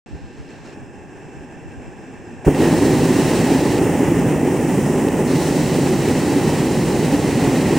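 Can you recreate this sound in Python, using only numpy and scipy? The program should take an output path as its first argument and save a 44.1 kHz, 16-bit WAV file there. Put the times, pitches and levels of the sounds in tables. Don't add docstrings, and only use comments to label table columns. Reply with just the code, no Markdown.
import sys
import numpy as np
from scipy import signal
from scipy.fft import rfft, irfft
from scipy.io import wavfile
from scipy.ndimage import uniform_filter1d

SR = 44100
rng = np.random.default_rng(int(sys.argv[2]) if len(sys.argv) > 2 else 0)


def transcribe(u):
    v = np.clip(np.atleast_2d(u).T, -1, 1)
    q = np.round(v * 32767).astype(np.int16)
    wavfile.write(sys.argv[1], SR, q)


N = 343098
TIME = np.arange(N) / SR
FREQS = np.maximum(np.arange(N // 2 + 1) * SR / N, 1)
VALVE_S, IGNITION_S, IGNITION_ATTACK_S = 2.447, 2.462, 0.012

# f/Hz, relative level/dB
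ROAR_SPECTRUM = [(12, -48), (25, -31), (50, -16.5), (100, -9.5), (145, -4), (280, -2.5), (400, -6),
                 (520, -10.5), (700, -17.5), (1000, -22.5), (1300, -31.5), (2000, -48)]
RUSH_SPECTRUM = [(700, -9.5), (1100, -5.5), (1500, -4.5), (2000, -5.5), (2600, -4), (3100, -8.5),
                 (3600, -14.5), (5000, -29)]
HISS_SPECTRUM = [(1500, -25), (3000, -0.5), (3550, -5), (3900, 2), (4900, -1.5), (5600, 0.5), (6300, -1.5),
                 (7700, 0.5), (9200, -1.5), (11000, -9), (13000, -9), (16000, -9.5)]
IGNITION_SPECTRUM = [(20, -12), (50, -7), (80, -8), (130, 8), (220, -10.5), (380, -2.5), (600, -17),
                     (1200, -36.5), (4000, -57)]
PILOT_SPECTRUM = [(60, -23), (140, -6), (190, -8.5), (270, -3.5), (400, -7.5), (620, -17), (1100, -18.5),
                  (2800, -32), (4500, -35), (8000, -39.5), (10500, -55.5), (15500, -56.5)]
BREEZE_SPECTRUM = [(20, -12), (55, -2.5), (100, -1), (160, -5), (260, -18), (600, -36), (2000, -63)]
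RUSTLE_SPECTRUM = [(200, -10), (700, 5), (1100, 4), (2000, 0), (4000, -13), (6200, -7), (8000, -15),
                   (15000, -35)]
# f/Hz, width/Hz, gain/dB
CAN_RESONANCES = [(159.4, 53, 3.5), (204, 28, -3), (265.5, 46, 3.5), (374.6, 43, 4), (674, 45, -3),
                  (835, 226, 5.5), (2660, 230, 3)]
TUBE_RESONANCES = [(307, 110, 0.5), (814, 124, 7.5), (1250, 520, -8.5), (1598, 77, 8.5), (1763, 200, 8.5),
                   (2360, 140, 5), (2663, 200, 12), (3700, 83, -5), (4250, 100, 4), (4750, 300, -5.5),
                   (5080, 110, 9.5), (5480, 110, 6.5), (6080, 260, 3.5), (6630, 150, -6), (6880, 140, 2),
                   (7590, 220, 10), (9200, 250, 8)]
# f/Hz, side level re mid/dB
BURNER_SPREAD = [(80, -15.5), (420, -22), (600, -35), (780, -20), (1150, -11), (1500, -15), (1950, -58),
                 (2450, -15), (3400, -8.5), (4000, -30), (4700, -9), (6200, -5), (11000, -9.5), (15500, -1)]
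PILOT_SPREAD = [(200, -16.5), (400, -13.5), (850, -12), (1270, -1), (1700, -15), (3000, -7.5), (4100, -9),
                (6200, -6), (7600, -9), (15000, -4)]
# t/s, relative level/dB
GAS_FLOW = [(2.65, -29), (2.75, -31), (2.78, -32.5), (3.35, -30), (3.58, -31.5), (5.15, -35), (5.35, -33.5),
            (6.95, -33), (7.78, -31.5)]
HISS_ENVELOPE = [(2.65, -37.5), (3.29, -35.5), (4.39, -41.5), (4.82, -38.5), (5.21, -41), (5.42, -36),
                 (5.94, -38), (7.75, -38.5), (7.78, -36)]
# t/s, peak level/dB
GUST_PEAKS = [(0.14, -32), (0.24, -34), (0.41, -38), (0.83, -36), (1.39, -41), (1.67, -34), (1.79, -40),
              (1.88, -41), (2.18, -46)]
RUSTLE_PEAKS = [(0.39, -53), (0.585, -53), (0.67, -48.5)]
# start t/s, end t/s
ZOOM_SPANS = [(0.742, 2.545), (3.787, 5.272)]
# t/s, peak level/dB
TICK_PEAKS = [(2.5455, -24), (3.7815, -15), (5.0865, -12)]


def burner(surge_db=2.5, settle_s=0.95, part_open_db=-6, flutter_hz=18.0):
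    flow_db = envelope(GAS_FLOW)
    flow_db -= flow_db[TIME > VALVE_S].mean()
    fresh_flame_db = surge_db * np.exp(-since(IGNITION_S) / settle_s)
    turbulence = drift(flutter_hz)
    can = resonance_gain(CAN_RESONANCES)
    roar = radiate(eddies(12000, spread_db=1.5), gain_curve(ROAR_SPECTRUM) * can, BURNER_SPREAD, 0.51)
    rush = radiate(eddies(20000, spread_db=0.5), gain_curve(RUSH_SPECTRUM) * can, BURNER_SPREAD, 0.67)
    hiss = radiate(rng.standard_normal(N), gain_curve(HISS_SPECTRUM), BURNER_SPREAD, lean=0.21)
    rush += from_db(-3) * hollow_ring()
    roar *= from_db(-16 + 0.37 * flow_db + fresh_flame_db + 0.55 * turbulence)
    rush *= from_db(-34 + 0.94 * flow_db + 0.67 * turbulence)
    hiss *= from_db(5 + envelope(HISS_ENVELOPE) + 0.62 * turbulence)
    gas = 0.64 * ramp(VALVE_S, 0.002) + 0.36 * ramp(VALVE_S, 0.013)
    flame = ramp(IGNITION_S, IGNITION_ATTACK_S)
    throttle_db = part_open_db * (1 - ramp(VALVE_S + 0.078, 0.088))
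    return ((hiss + rush) * gas + roar * flame) * from_db(throttle_db)


def hollow_ring(start_hz=1866, rise_hz_per_s=13.0, width_hz=215.0):
    phase = 2 * np.pi * np.cumsum(start_hz + rise_hz_per_s * since(VALVE_S)) / SR
    return drift(width_hz) * np.cos(phase) + drift(width_hz) * np.sin(phase)


def ignition(level_db=-5.5, hold_s=0.014, release_s=0.0032):
    spent_s = IGNITION_S + IGNITION_ATTACK_S + hold_s
    swell = ramp(IGNITION_S, IGNITION_ATTACK_S) * np.exp(-since(spent_s) / release_s)
    flash = radiate(rng.standard_normal(N), gain_curve(IGNITION_SPECTRUM), BURNER_SPREAD, lean=0.3)
    return from_db(level_db) * burst(flash, swell)


def valve(level_db=-26.0, decay_s=0.0017):
    band = signal.butter(2, [170, 600], "band", fs=SR, output="sos")
    gas = signal.sosfilt(band, rng.standard_normal(N))
    age = since(VALVE_S) / decay_s
    return from_db(level_db) * burst(gas, age * np.exp(1 - age))


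def pilot(start_db=-40.5, growth_db_per_s=2.53, steady_s=1.34, flutter_db=0.87):
    colour = gain_curve(PILOT_SPECTRUM) * resonance_gain(TUBE_RESONANCES)
    flame = radiate(rng.standard_normal(N), colour, PILOT_SPREAD, lean=0.25)
    level_db = start_db + growth_db_per_s * np.minimum(TIME, steady_s)
    return flame * from_db(level_db + flutter_db * drift(rate_hz=12.0))


def breeze(lull_db=-46, gust_width_s=0.031, flutter_db=2.5, opposed_db=6.0):
    air = radiate(rng.standard_normal(N), gain_curve(BREEZE_SPECTRUM), [(100, opposed_db)])
    air /= np.sqrt(uniform_filter1d(np.mean(air ** 2, axis=0), size=2200) + 1e-9)
    gusts = sum(from_db(db) * hump(t, gust_width_s, gust_width_s) for t, db in GUST_PEAKS)
    return air * np.hypot(from_db(lull_db), gusts) * from_db(flutter_db * drift(rate_hz=16.0))


def rustle(rise_s=0.025, fall_s=0.079):
    fibres = radiate(eddies(4000, spread_db=3.5), gain_curve(RUSTLE_SPECTRUM), [(1000, -11)])
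    return fibres * sum(from_db(db) * hump(t, rise_s, fall_s) for t, db in RUSTLE_PEAKS)


def ticks(decay_s=0.00015):
    impulses = np.zeros(N)
    for t, db in TICK_PEAKS:
        impulses[round(t * SR)] = from_db(db)
    return signal.lfilter([1], [1, -np.exp(-1 / (decay_s * SR))], impulses + 1e-18)


def port_cavity(x, centre_hz=12080.0, width_hz=2700.0, depth=0.92):
    return x - depth * resonant_band(x, centre_hz, width_hz)


def zoom_notch(x, centre_hz=4200.0, width_hz=2780.0, depth=0.71):
    zooming = sum(ramp(start, 0.004) - ramp(end, 0.0036) for start, end in ZOOM_SPANS)
    return x - depth * zooming * resonant_band(x, centre_hz, width_hz)


def radiate(source, colour, spread, lean=0.0):
    direct = rfft(source)
    scattered = rfft(rng.standard_normal(N))
    side = gain_curve(spread) * (np.sqrt(1 - lean ** 2) * scattered - lean * direct)
    return unit_rms(irfft(colour * np.array([direct + side, direct - side]), N))


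def eddies(per_s, spread_db):
    count = rng.poisson(per_s / SR, N)
    pulses = np.sqrt(count) * rng.standard_normal(N)
    return unit_rms(pulses * from_db(spread_db * np.clip(rng.standard_normal(N), -2, 2)))


def drift(rate_hz):
    return unit_rms(irfft(rfft(rng.standard_normal(N)) / (1 + (FREQS / rate_hz) ** 2), N))


def resonant_band(x, centre_hz, width_hz):
    return signal.lfilter(*signal.iirpeak(centre_hz, centre_hz / width_hz, fs=SR), x)


def resonance_gain(resonances):
    return from_db(sum(db / (1 + (2 * (FREQS - hz) / width) ** 2) for hz, width, db in resonances))


def gain_curve(points):
    hz, db = np.transpose(points)
    return from_db(np.interp(np.log(FREQS), np.log(hz), db))


def envelope(points):
    return np.interp(TIME, *np.transpose(points))


def burst(noise, swell):
    return unit_rms(noise * swell) * np.sqrt(np.mean(swell ** 2))


def hump(at_s, rise_s, fall_s):
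    return np.exp(-((TIME - at_s) / np.where(TIME < at_s, rise_s, fall_s)) ** 2)


def ramp(at_s, rise_s):
    return np.clip((TIME - at_s) / rise_s, 0, 1)


def since(at_s):
    return np.maximum(TIME - at_s, 0)


def from_db(db):
    return 10 ** (np.asarray(db) / 20)


def unit_rms(x):
    return x / np.sqrt(np.mean(x ** 2) + 1e-20)


def scene():
    return pilot() + breeze() + rustle() + valve() + ignition() + burner()


def record(dry, start_s=0.06, cutoff_hz=15750):
    x = zoom_notch(port_cavity(dry)) * ramp(start_s, 0.0014) + ticks()
    saturated = x / (1 + x ** 6) ** (1 / 6)
    return signal.sosfilt(signal.ellip(12, 0.1, 90, cutoff_hz, fs=SR, output="sos"), saturated)


dry = scene()
out = record(dry)
transcribe(out)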